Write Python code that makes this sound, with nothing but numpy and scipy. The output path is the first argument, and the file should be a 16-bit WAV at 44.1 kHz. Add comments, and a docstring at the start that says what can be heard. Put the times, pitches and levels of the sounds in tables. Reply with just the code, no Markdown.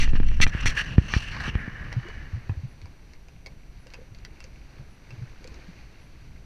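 """Racing boat, rowed on open water

Heard from a cased camera worn in the stern. First a hand and sleeve rub, scrape, press and bump
the plastic case. Then oars click in their locks, the hull booms softly as seats and oars shift,
and blades stir up spray and bubbles. Light wind rumbles; the camera faintly hisses and whines."""
import sys
import numpy as np
from scipy import signal
from scipy.fft import rfft, irfft, next_fast_len
from scipy.io import wavfile
from scipy.ndimage import map_coordinates

SR = 44100
rng = np.random.default_rng(int(sys.argv[2]) if len(sys.argv) > 2 else 0)


def wav_out(sig):
    """Save sig, one row per channel (or a flat mono array), as 16-bit PCM at SR to the path in sys.argv[1]."""
    wavfile.write(sys.argv[1], SR, np.round(np.clip(np.atleast_2d(sig).T, -1, 1) * 32767).astype(np.int16))


N = 284445
TIME_S = np.arange(N) / SR

# Table levels are relative within each layer.
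# oarlock clicks: (time [s], level [dB], pitch [Hz], mode tilt [dB/octave], knock offset [dB])
LOCK_CLICKS = [(1.927, -29.5, 1980, -27, -4), (2.0855, -34.5, 2270, -1, -4), (2.4952, -38.5, 2600, -18, 6),
               (2.816, -41.5, 2250, 1, -7), (2.857, -40.5, 2260, -4, 2), (3.1348, -39, 2180, 3, -3),
               (3.2847, -43, 2370, 4, -4), (3.461, -31, 2240, -6.5, -3.5), (3.4681, -34, 2150, -3, -2),
               (3.8694, -40.5, 2800, -2, -3), (3.9035, -42, 2170, 15, -23), (3.937, -31.5, 2200, 0, -12),
               (3.9418, -35.5, 2560, -9, -4.5), (4.148, -38.5, 2130, -0.5, -21),
               (4.1868, -45, 2400, 2, -23), (4.2496, -31, 1970, 5, -18), (4.4042, -35.5, 2730, -3, -12),
               (4.4413, -36.5, 2400, 12, -22), (5.1063, -34.5, 2660, -24, -5.5), (5.443, -35, 2420, 3, -8),
               (5.475, -37, 2550, 9, -28), (5.5433, -39, 2100, 5, -28)]
# oarlock modes: (pitch ratio [-], level [dB], t60 [s])
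LOCK_MODES = [(.45, -24, .008), (1, 9.5, 0.024), (1.25, -33, 0.015), (1.98, 6.5, 0.016), (2.6, 8.5, 0.007),
              (2.87, 6.5, 0.0059)]
# hull booms: (time [s], level [dB], pitch [Hz])
HULL_BOOMS = [(1.802, -23, 77.5), (1.963, -11, 122), (2.33, -14.5, 90.6), (2.361, -21, 118),
              (2.498, -14, 96), (2.569, -17, 83), (2.633, -19, 127), (2.83, -25.5, 85), (4.104, -32, 109),
              (4.794, -28, 131.5), (5.12, -25.5, 122), (5.178, -24.5, 105), (5.214, -21, 123),
              (5.679, -28, 176)]
# reverberation of the boat: (frequency [Hz], t60 [s])
BOAT_DECAY = [(200, 0.35), (2000, 0.085), (10000, 0.028)]
# water surges: (crest time [s], wash [dB], gurgle [dB], fade [dB/s])
SURGES = [(1.95, -53.5, -51, 11), (2.851, -71, -63, 68), (3.95, -59.5, -55.5, 43), (4.35, -58.5, -56, 24),
          (4.78, -57.5, -53.5, 53), (5.15, -55, -54, 16), (5.53, -54, -52.5, 12.5)]
# air pockets closing behind blades and along the hull: (time [s], level [dB], pitch [Hz])
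PLOPS = [(2.052, -33.5, 373), (2.086, -41, 420), (3.863, -42, 588), (3.987, -37.5, 480), (4.015, -40, 470),
         (4.279, -47, 377), (4.444, -42.5, 584), (5.449, -35.5, 456), (5.519, -46, 390), (5.573, -45, 392)]
# bumps on the case: (time [s], thump [dB], nominal pitch [Hz], tick [dB])
BUMPS = [(0.077, -25, 100, -34.5), (0.134, -19.5, 138, -37), (0.151, -26, 149, -48),
         (0.155, -27, 130, -33.5), (0.201, -17.5, 148, -34), (0.232, -40, 119, -36.5),
         (0.316, -32, 127, -38.5), (0.4027, -18, 105, -24), (0.4669, -24.5, 101, -22.5),
         (0.549, -19.5, 103, -38), (0.659, -19.5, 94, -20.5), (0.9817, -4, 110, -27.5),
         (1.016, -30, 103, -52), (1.138, -25.5, 105, -16), (1.165, -11.5, 82, -61),
         (1.479, -25.5, 176, -62), (1.491, -26, 100, -39), (1.5538, -15.5, 85.5, -29),
         (1.678, -26, 155, -66), (2.495, -21, 94, -41.5)]
# hand presses: (time [s], length [s], pressure [dB])
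PRESSES = [(0, 0.33, -13.5), (0.384, 0.082, -12), (0.666, 0.023, -18)]
# finger scrapes: (time [s], length [s], level [dB])
SCRAPES = [(0, .046, -29.5), (0.263, 0.0021, -40.5), (0.28, .008, -39.5), (.341, 0.001, -40),
           (0.411, 0.027, -14.5), (0.472, 0.0098, -35), (.492, 0.0021, -34.5), (0.602, 0.011, -35.5),
           (.655, 0.026, -21), (0.689, 0.019, -30.5), (.783, 0.0098, -49)]
# sleeve strokes: (time [s], length [s], level [dB], swell [dB], brightness [dB])
RUBS = [(0, 0.11, -46, -17.5, 10), (0.148, 0.017, -45, 8, 2), (0.208, 0.18, -54, 3, 4.5),
        (0.529, 0.2, -40, 4.5, -0.5), (0.775, 0.037, -33.5, -1.5, 6.5), (0.825, 0.13, -44.5, 0, 2),
        (0.986, 0.18, -45.5, 13, 6.5), (1.15, 0.2, -45.5, -10, 8.5), (1.352, 0.023, -33.5, 1.5, -9),
        (1.402, .085, -34, 2.5, -0.5), (1.54, 1.025, -50.5, -17.5, -12)]

# case resonances by type of contact: (frequency [Hz], nominal width [Hz], level [dB])
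TAP_MODES = [(446, 160, -15), (940, 140, -15.5), (1310, 250, -15.5), (1840, 250, 6), (2400, 120, 7),
             (2970, 510, 1), (3870, 78, 2), (5600, 140, -24)]
SCRAPE_MODES = [(1285, 37, 0), (2010, 85, -7), (2360, 130, -8.5), (2690, 28, -3), (3220, 93, -9.5),
                (3610, 65, -17), (4275, 93, -4.5), (5840, 140, -9), (7500, 240, -7), (9420, 220, -11)]
DULL_RUB_MODES = [(1170, 300, -9.5), (1733, 320, 4), (2245, 310, -4), (2927, 180, -7.5)]
BRIGHT_RUB_MODES = [(2755, 380, 9.5), (4300, 680, -6.5), (5600, 380, -4), (6090, 240, -10),
                    (9030, 470, -26)]

# noise spectra: (frequency [Hz], level [dB])
CRACK_TONE = [(800, -8.5), (2300, 9), (3400, -3.5), (4500, 9.5), (6200, -4), (8000, -18), (15000, -25.5)]
KNOCK_TONE = [(250, -15), (520, 0), (700, -4.5), (900, -1.5), (1800, -23), (5000, -49)]
WASH_TONE = [(300, -8), (500, 4), (850, -1), (1250, -10.5), (1550, 3), (1850, 0), (2200, 7), (2750, 3.5),
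             (3300, -4.5), (4500, 2.5), (5200, -6), (6200, -3), (7200, -19), (15000, -37)]
CHURN_TONE = [(120, -23), (300, -0.5), (500, -10.5), (800, -10), (2000, -13), (5000, -64)]
SHUDDER_TONE = [(8, -0.5), (25, -5.5), (55, 1.5), (100, -17.5), (250, -23), (700, -82), (2000, -100)]
SCRAPE_TONE = [(300, -10), (700, -19), (1300, -10), (2000, 4.5), (2800, -2.5), (3500, -4), (4300, -5.5),
               (4900, -11.5), (5900, -1), (6700, -14.5), (7600, -20), (9500, -21), (11000, -31.5),
               (15000, -35)]
DULL_RUB_TONE = [(200, -3), (700, 3.5), (1500, 10.5), (3000, -20), (3600, -7), (6200, -11.5), (7200, -44),
                 (15000, -67)]
BRIGHT_RUB_TONE = [(1500, 6), (3200, 8), (6300, 0.5), (7500, -1.5), (11000, -12), (15000, -20)]
WIND_TONE = [(10, -62), (25, 2.5), (45, 0), (80, -6.5), (130, -6), (230, -17), (400, -28.5), (700, -32),
             (1500, -51), (4000, -120)]
HISS_TONE = [(100, 19), (2000, 4.5), (7000, -6), (11000, -7.5), (15000, -19)]
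# electronic whine: (frequency [Hz], level [dB])
WHINE_PARTIALS = [(5846, -76), (8780, -92), (11705, -84), (14626, -90)]

SURGE_RISE_DB_PER_S, CALM_WASH_DB, CALM_GURGLE_DB = 50, -63, -63
HAND_ATTACK_DB_PER_S, HAND_ARCH_DB, HAND_RELEASE_T60_S = 20 / 0.052, 2, 0.12
FLEX_HZ, RESTING_PRESSURE_DB = 15, -51
SCRAPE_RISE_S, SCRAPE_T60_S = 0.0047, 0.032
HELD_DB, SLACKEN_AT_S, SLACKEN_DB_PER_S = -36, 1.9, 19
WIND_DB, GUST_DB = -49.5, 2.4
BUZZ_START_S, BUZZ_PERIOD_S, BUZZ_LENGTH_S = 1.57, 1.11, 0.055
BAND_LIMIT_HZ = 15200


def oarlocks():
    """The oar's collar snaps against the lock: crack, short modes, dull knock of the rigger."""
    out, t = np.zeros(N), np.arange(SR // 8) / SR
    for s, db, pitch_hz, tilt_db, knock_db in LOCK_CLICKS:
        ring = np.zeros(len(t))
        for ratio, mode_db, t60_s in LOCK_MODES:
            start_db = mode_db + 2 * rng.standard_normal() + tilt_db * np.log2(ratio)
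            ring += amp(start_db) * decay(t, t60_s) * np.sin(2 * np.pi * pitch_hz * ratio * t)
        crack = noise(CRACK_TONE, len(t)) * decay(t, t60_s=0.011)
        click = crest(crest(ring) + 0.56 * crack)
        knock = amp(knock_db - 10) * noise(KNOCK_TONE, len(t)) * decay(t, t60_s=0.028)
        add(out, s, amp(db + 2) * onset(t, tau_s=0.00014) * (click + knock))
    return out


def hull():
    """The hollow hull swells into a few low cycles and dies."""
    out, t = np.zeros(N), np.arange(SR // 4) / SR
    for s, db, hz in HULL_BOOMS:
        upper_hz = hz * (1.4 + 0.078 * rng.standard_normal())
        ring = np.sin(2 * np.pi * hz * t) + 0.25 * np.sin(2 * np.pi * upper_hz * t)
        boom = ring * decay(t, t60_s=0.067) * onset(t, tau_s=0.011) ** 2
        add(out, s, amp(db - 7.5) * crest(boom))
    return out


def water():
    """Blades and hull stir up fizzing spray, with gurgles beneath."""
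    wash_db = power_sum_db([amp(CALM_WASH_DB)] + [surge(s, db, fade) for s, db, _, fade in SURGES])
    gurgle_db = power_sum_db([amp(CALM_GURGLE_DB)] + [surge(s, db, fade) for s, _, db, fade in SURGES])
    spray = rng.standard_normal(N) + 0.26 * bubbles(1084, 6500, cycles=8, count=1800)
    wash = amp(wash_db - 3 + 1.1 * wobble(23)) * coloured(spray, WASH_TONE)
    # small bubbles grow louder twice as fast as the wash, in dB
    burble = amp(-62.5 + 2 * (wash_db + 53)) * bubbles(1400, 2600, cycles=16, count=900)
    churn = noise(CHURN_TONE) + 0.49 * bubbles(246, 570, cycles=5.5, count=600)
    gurgle = amp(gurgle_db - 4.5) * unit(churn)
    return wash + burble + gurgle


def surge(crest_s, db, fade_db_per_s):
    """Gain of water building to a crest and settling."""
    return amp(db - SURGE_RISE_DB_PER_S * until_s(crest_s) - fade_db_per_s * since_s(crest_s))


def bubbles(low_hz, high_hz, cycles, count):
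    """Bubble cloud; each bubble rises in pitch as it dies."""
    when, pitch, strength = rng.random((count, 3)).T[:, :, None]
    hz = low_hz * (high_hz / low_hz) ** pitch
    step = np.arange(SR // 40)
    age = step / SR * hz / cycles
    envelope = amp(20 * strength) * np.exp(-4 * age) * (1 - np.exp(-25 * age))
    pings = envelope * np.sin(2 * np.pi * cycles * age * (1 + 0.059 * age))
    index = (when * N).astype(int) + step
    return unit(np.bincount(index.ravel(), pings.ravel(), N)[:N])


def plops():
    """An air pocket breaks into three large bubbles that ring briefly, rising in pitch."""
    out, t = np.zeros(N), np.arange(SR // 10) / SR
    for s, db, hz in PLOPS:
        for order, (lag, detune) in enumerate(rng.random((3, 2))):
            pitch_hz = hz * 2 ** (0.5 * (detune - 0.5)) * (1 + 3 * t)
            ring = glide(pitch_hz) * decay(t, t60_s=0.066) * onset(t, tau_s=0.0012)
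            delay_s = order * (0.00333 + 0.00866 * lag)
            add(out, s + delay_s, amp(db - 5 - 14 * order) * crest(ring))
    return out


def boat_reverb(x):
    """Hull, crew and water scatter a short tail."""
    hz, t, spectrum = signal.stft(rng.standard_normal(SR // 4), SR, nperseg=256)
    t60_s = log_interp(BOAT_DECAY, hz)[:, None]
    _, tail = signal.istft(spectrum * decay(t, t60_s), SR, nperseg=256)
    delayed = np.pad(x, (SR // 300, 0))
    return signal.fftconvolve(delayed, tail / np.linalg.norm(tail))[:N]


def bumps():
    """The bumped case gives a damped thump, sagging in pitch, and a plastic tick."""
    out, t = np.zeros(N), np.arange(SR // 8) / SR
    for s, db, hz, tick_db in BUMPS:
        pitch_hz = hz * (0.5 + 1.43 * np.exp(-t / 0.0035))
        thump = -glide(pitch_hz) * decay(t, t60_s=0.045) * onset(t, tau_s=0.0016)
        add(out, s, amp(db + 2.5) * crest(thump))
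        grit = 0.024 * rng.standard_normal(len(t)) * decay(t, t60_s=0.099)
        modes = [(f, width, level + 2 * rng.standard_normal()) for f, width, level in TAP_MODES]
        tick = resonant(signal.unit_impulse(len(t)) + grit, modes)
        # a gentle touch lasts longer, so sounds duller
        cutoff_hz = np.clip(1500 * 2 ** ((tick_db + 17) / 14), 1000, 4500)
        tick = signal.lfilter(*signal.butter(2, cutoff_hz, fs=SR), tick)
        add(out, s, amp(tick_db + 20.5) * tick / np.linalg.norm(tick))
    return out


def flexing():
    """The pressed case pumps slow pressure swings onto the microphone, with a low shudder."""
    pressure_db = power_sum_db([amp(RESTING_PRESSURE_DB)] + [hand_move(*press) for press in PRESSES])
    swing = unit(glide(FLEX_HZ * np.exp(0.2 * wobble(25))))
    shudder = noise(SHUDDER_TONE)
    # a firm press mostly bends the case
    shudder_db = np.minimum(pressure_db, -23 + 0.2 * pressure_db)
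    return amp(pressure_db) * swing + amp(shudder_db + 3.1 * wobble(13)) * shudder


def scraping():
    """A fast finger slide sets the case ringing."""
    envelope = np.zeros(N)
    for s, length_s, db in SCRAPES:
        rise = np.clip((TIME_S - s) / SCRAPE_RISE_S, 0, 1)
        envelope += amp(db) * rise * decay(since_s(s + length_s), SCRAPE_T60_S)
    grit = coloured(slips(rate_hz=9300, spread_db=3), SCRAPE_TONE)
    steady_rms = np.std(resonant(grit, SCRAPE_MODES, direct=0.58))
    return resonant(grit * envelope, SCRAPE_MODES, direct=0.37) / steady_rms


def rubbing():
    """Cloth drags in tiny slips; each stroke has its own mix of dull and bright case resonances."""
    grip = amp(2 * wobble(130))

    def drag():
        return slips(rate_hz=7000, spread_db=6) * grip

    def ring(modes):
        out = np.zeros(N)
        for hz, width_hz, db in modes:
            sway = amp(3.5 * wobble(14.01))  # the contact point moves
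            band = [(hz, 1.26 * width_hz, 0)]
            out += amp(db) * sway * resonant(resonant(drag(), band), band)
        return unit(out)

    strokes = [(hand_move(*move), brightness_db) for *move, brightness_db in RUBS]
    dull_db = power_sum_db(gain for gain, _ in strokes)
    bright_db = power_sum_db(gain * amp(brightness_db) for gain, brightness_db in strokes)
    dull = ring(DULL_RUB_MODES) + amp(-7.5) * coloured(drag(), DULL_RUB_TONE)
    bright = ring(BRIGHT_RUB_MODES) + amp(-14.5) * coloured(drag(), BRIGHT_RUB_TONE)
    return amp(dull_db + 1.5) * dull + amp(bright_db - 3) * bright


def hand_move(s, length_s, db, swell_db=0):
    """Gain of one hand move: attack, arched hold that swells or sags, release."""
    progress = np.clip((TIME_S - s) / length_s, 0, 1) - 0.5
    hold_db = db + swell_db * progress - HAND_ARCH_DB * (2 * progress) ** 2
    attack = amp(-HAND_ATTACK_DB_PER_S * until_s(s))
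    release = decay(since_s(s + length_s), HAND_RELEASE_T60_S)
    return attack * amp(hold_db) * release


def slips(rate_hz, spread_db):
    """Friction as random impulses of uneven size."""
    hits = rng.random(N) < rate_hz / SR
    return unit(hits * rng.choice([-1, 1], N) * amp(spread_db * rng.standard_normal(N)))


def wind():
    """Light wind rumbles unevenly on the case; the holding hand adds rumble until it slackens."""
    held = amp(HELD_DB - SLACKEN_DB_PER_S * since_s(SLACKEN_AT_S))
    rumble_db = power_sum_db([amp(WIND_DB), held])
    return amp(rumble_db + GUST_DB * wobble(9.9)) * noise(WIND_TONE)


def electronics():
    """Faint camera whine, thin periodic buzz and hiss."""
    whine = sum(amp(db) * unit(np.sin(2 * np.pi * hz * TIME_S + 0.5 * wobble(86)))
                for hz, db in WHINE_PARTIALS)
    gate = (TIME_S >= BUZZ_START_S) & (since_s(BUZZ_START_S) % BUZZ_PERIOD_S < BUZZ_LENGTH_S)
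    buzz = amp(-74) * gate * np.sin(2 * np.pi * 10200 * TIME_S + 1.5 * wobble(250))
    return whine + buzz + amp(-63.5) * noise(HISS_TONE)


def amp(db):
    return 10 ** (np.asarray(db) / 20)


def power_sum_db(gains):
    return 10 * np.log10(sum(gain ** 2 for gain in gains) + 1e-20)


def unit(x):
    """Scale to rms 1."""
    return x / np.sqrt(np.mean(x ** 2) + 1e-20)


def crest(x):
    """Scale to peak 1."""
    return x / (np.abs(x).max() + 1e-20)


def until_s(s):
    return np.maximum(s - TIME_S, 0)


def since_s(s):
    return np.maximum(TIME_S - s, 0)


def onset(t, tau_s):
    return 1 - np.exp(-t / tau_s)


def decay(t, t60_s):
    return amp(-60 * t / t60_s)


def glide(hz):
    """Sine of varying frequency."""
    return np.sin(2 * np.pi * np.cumsum(hz) / SR)


def wobble(rate_hz):
    """Smooth random curve with knots at rate_hz."""
    return map_coordinates(rng.standard_normal(4096), [TIME_S * rate_hz], mode="wrap")


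def log_interp(points, hz):
    knots_hz, values = np.transpose(points)
    return np.interp(np.log(hz + 1), np.log(knots_hz + 1), values)


def filtered(x, response):
    """Apply a complex frequency response."""
    size = next_fast_len(len(x) + 8192)
    hz = np.fft.rfftfreq(size, 1 / SR)
    return irfft(rfft(x, size) * response(hz), size)[:len(x)]


def coloured(x, tone):
    """Shape x by a spectrum; rms 1."""
    return unit(filtered(x, lambda hz: amp(log_interp(tone, hz))))


def noise(tone, samples=N):
    return coloured(rng.standard_normal(samples), tone)


def resonant(x, modes, direct=0):
    """Parallel band-pass resonators plus a direct path."""
    def response(hz):
        return direct + sum(amp(db) * 1j * hz * width_hz / (mode_hz ** 2 - hz ** 2 + 1j * hz * width_hz)
                            for mode_hz, width_hz, db in modes)
    return filtered(x, response)


def add(track, s, sound):
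    """Mix a sound into the track at time s."""
    start = max(round(s * SR), 0)
    track[start:start + len(sound)] += sound[:N - start]


def scene():
    """Mono mix of rowing, case handling and background."""
    locks = oarlocks()
    handling = rubbing() + scraping() + flexing() + bumps()
    rowing = locks + amp(-7) * boat_reverb(locks) + hull() + water() + plops()
    return (rowing + handling + wind() + electronics())[None]


def record(dry):
    """The camera clips at full scale, then band-limits."""
    return filtered(np.clip(dry[0], -1, 1), lambda hz: hz < BAND_LIMIT_HZ)[None]


dry = scene()
out = record(dry)
wav_out(out)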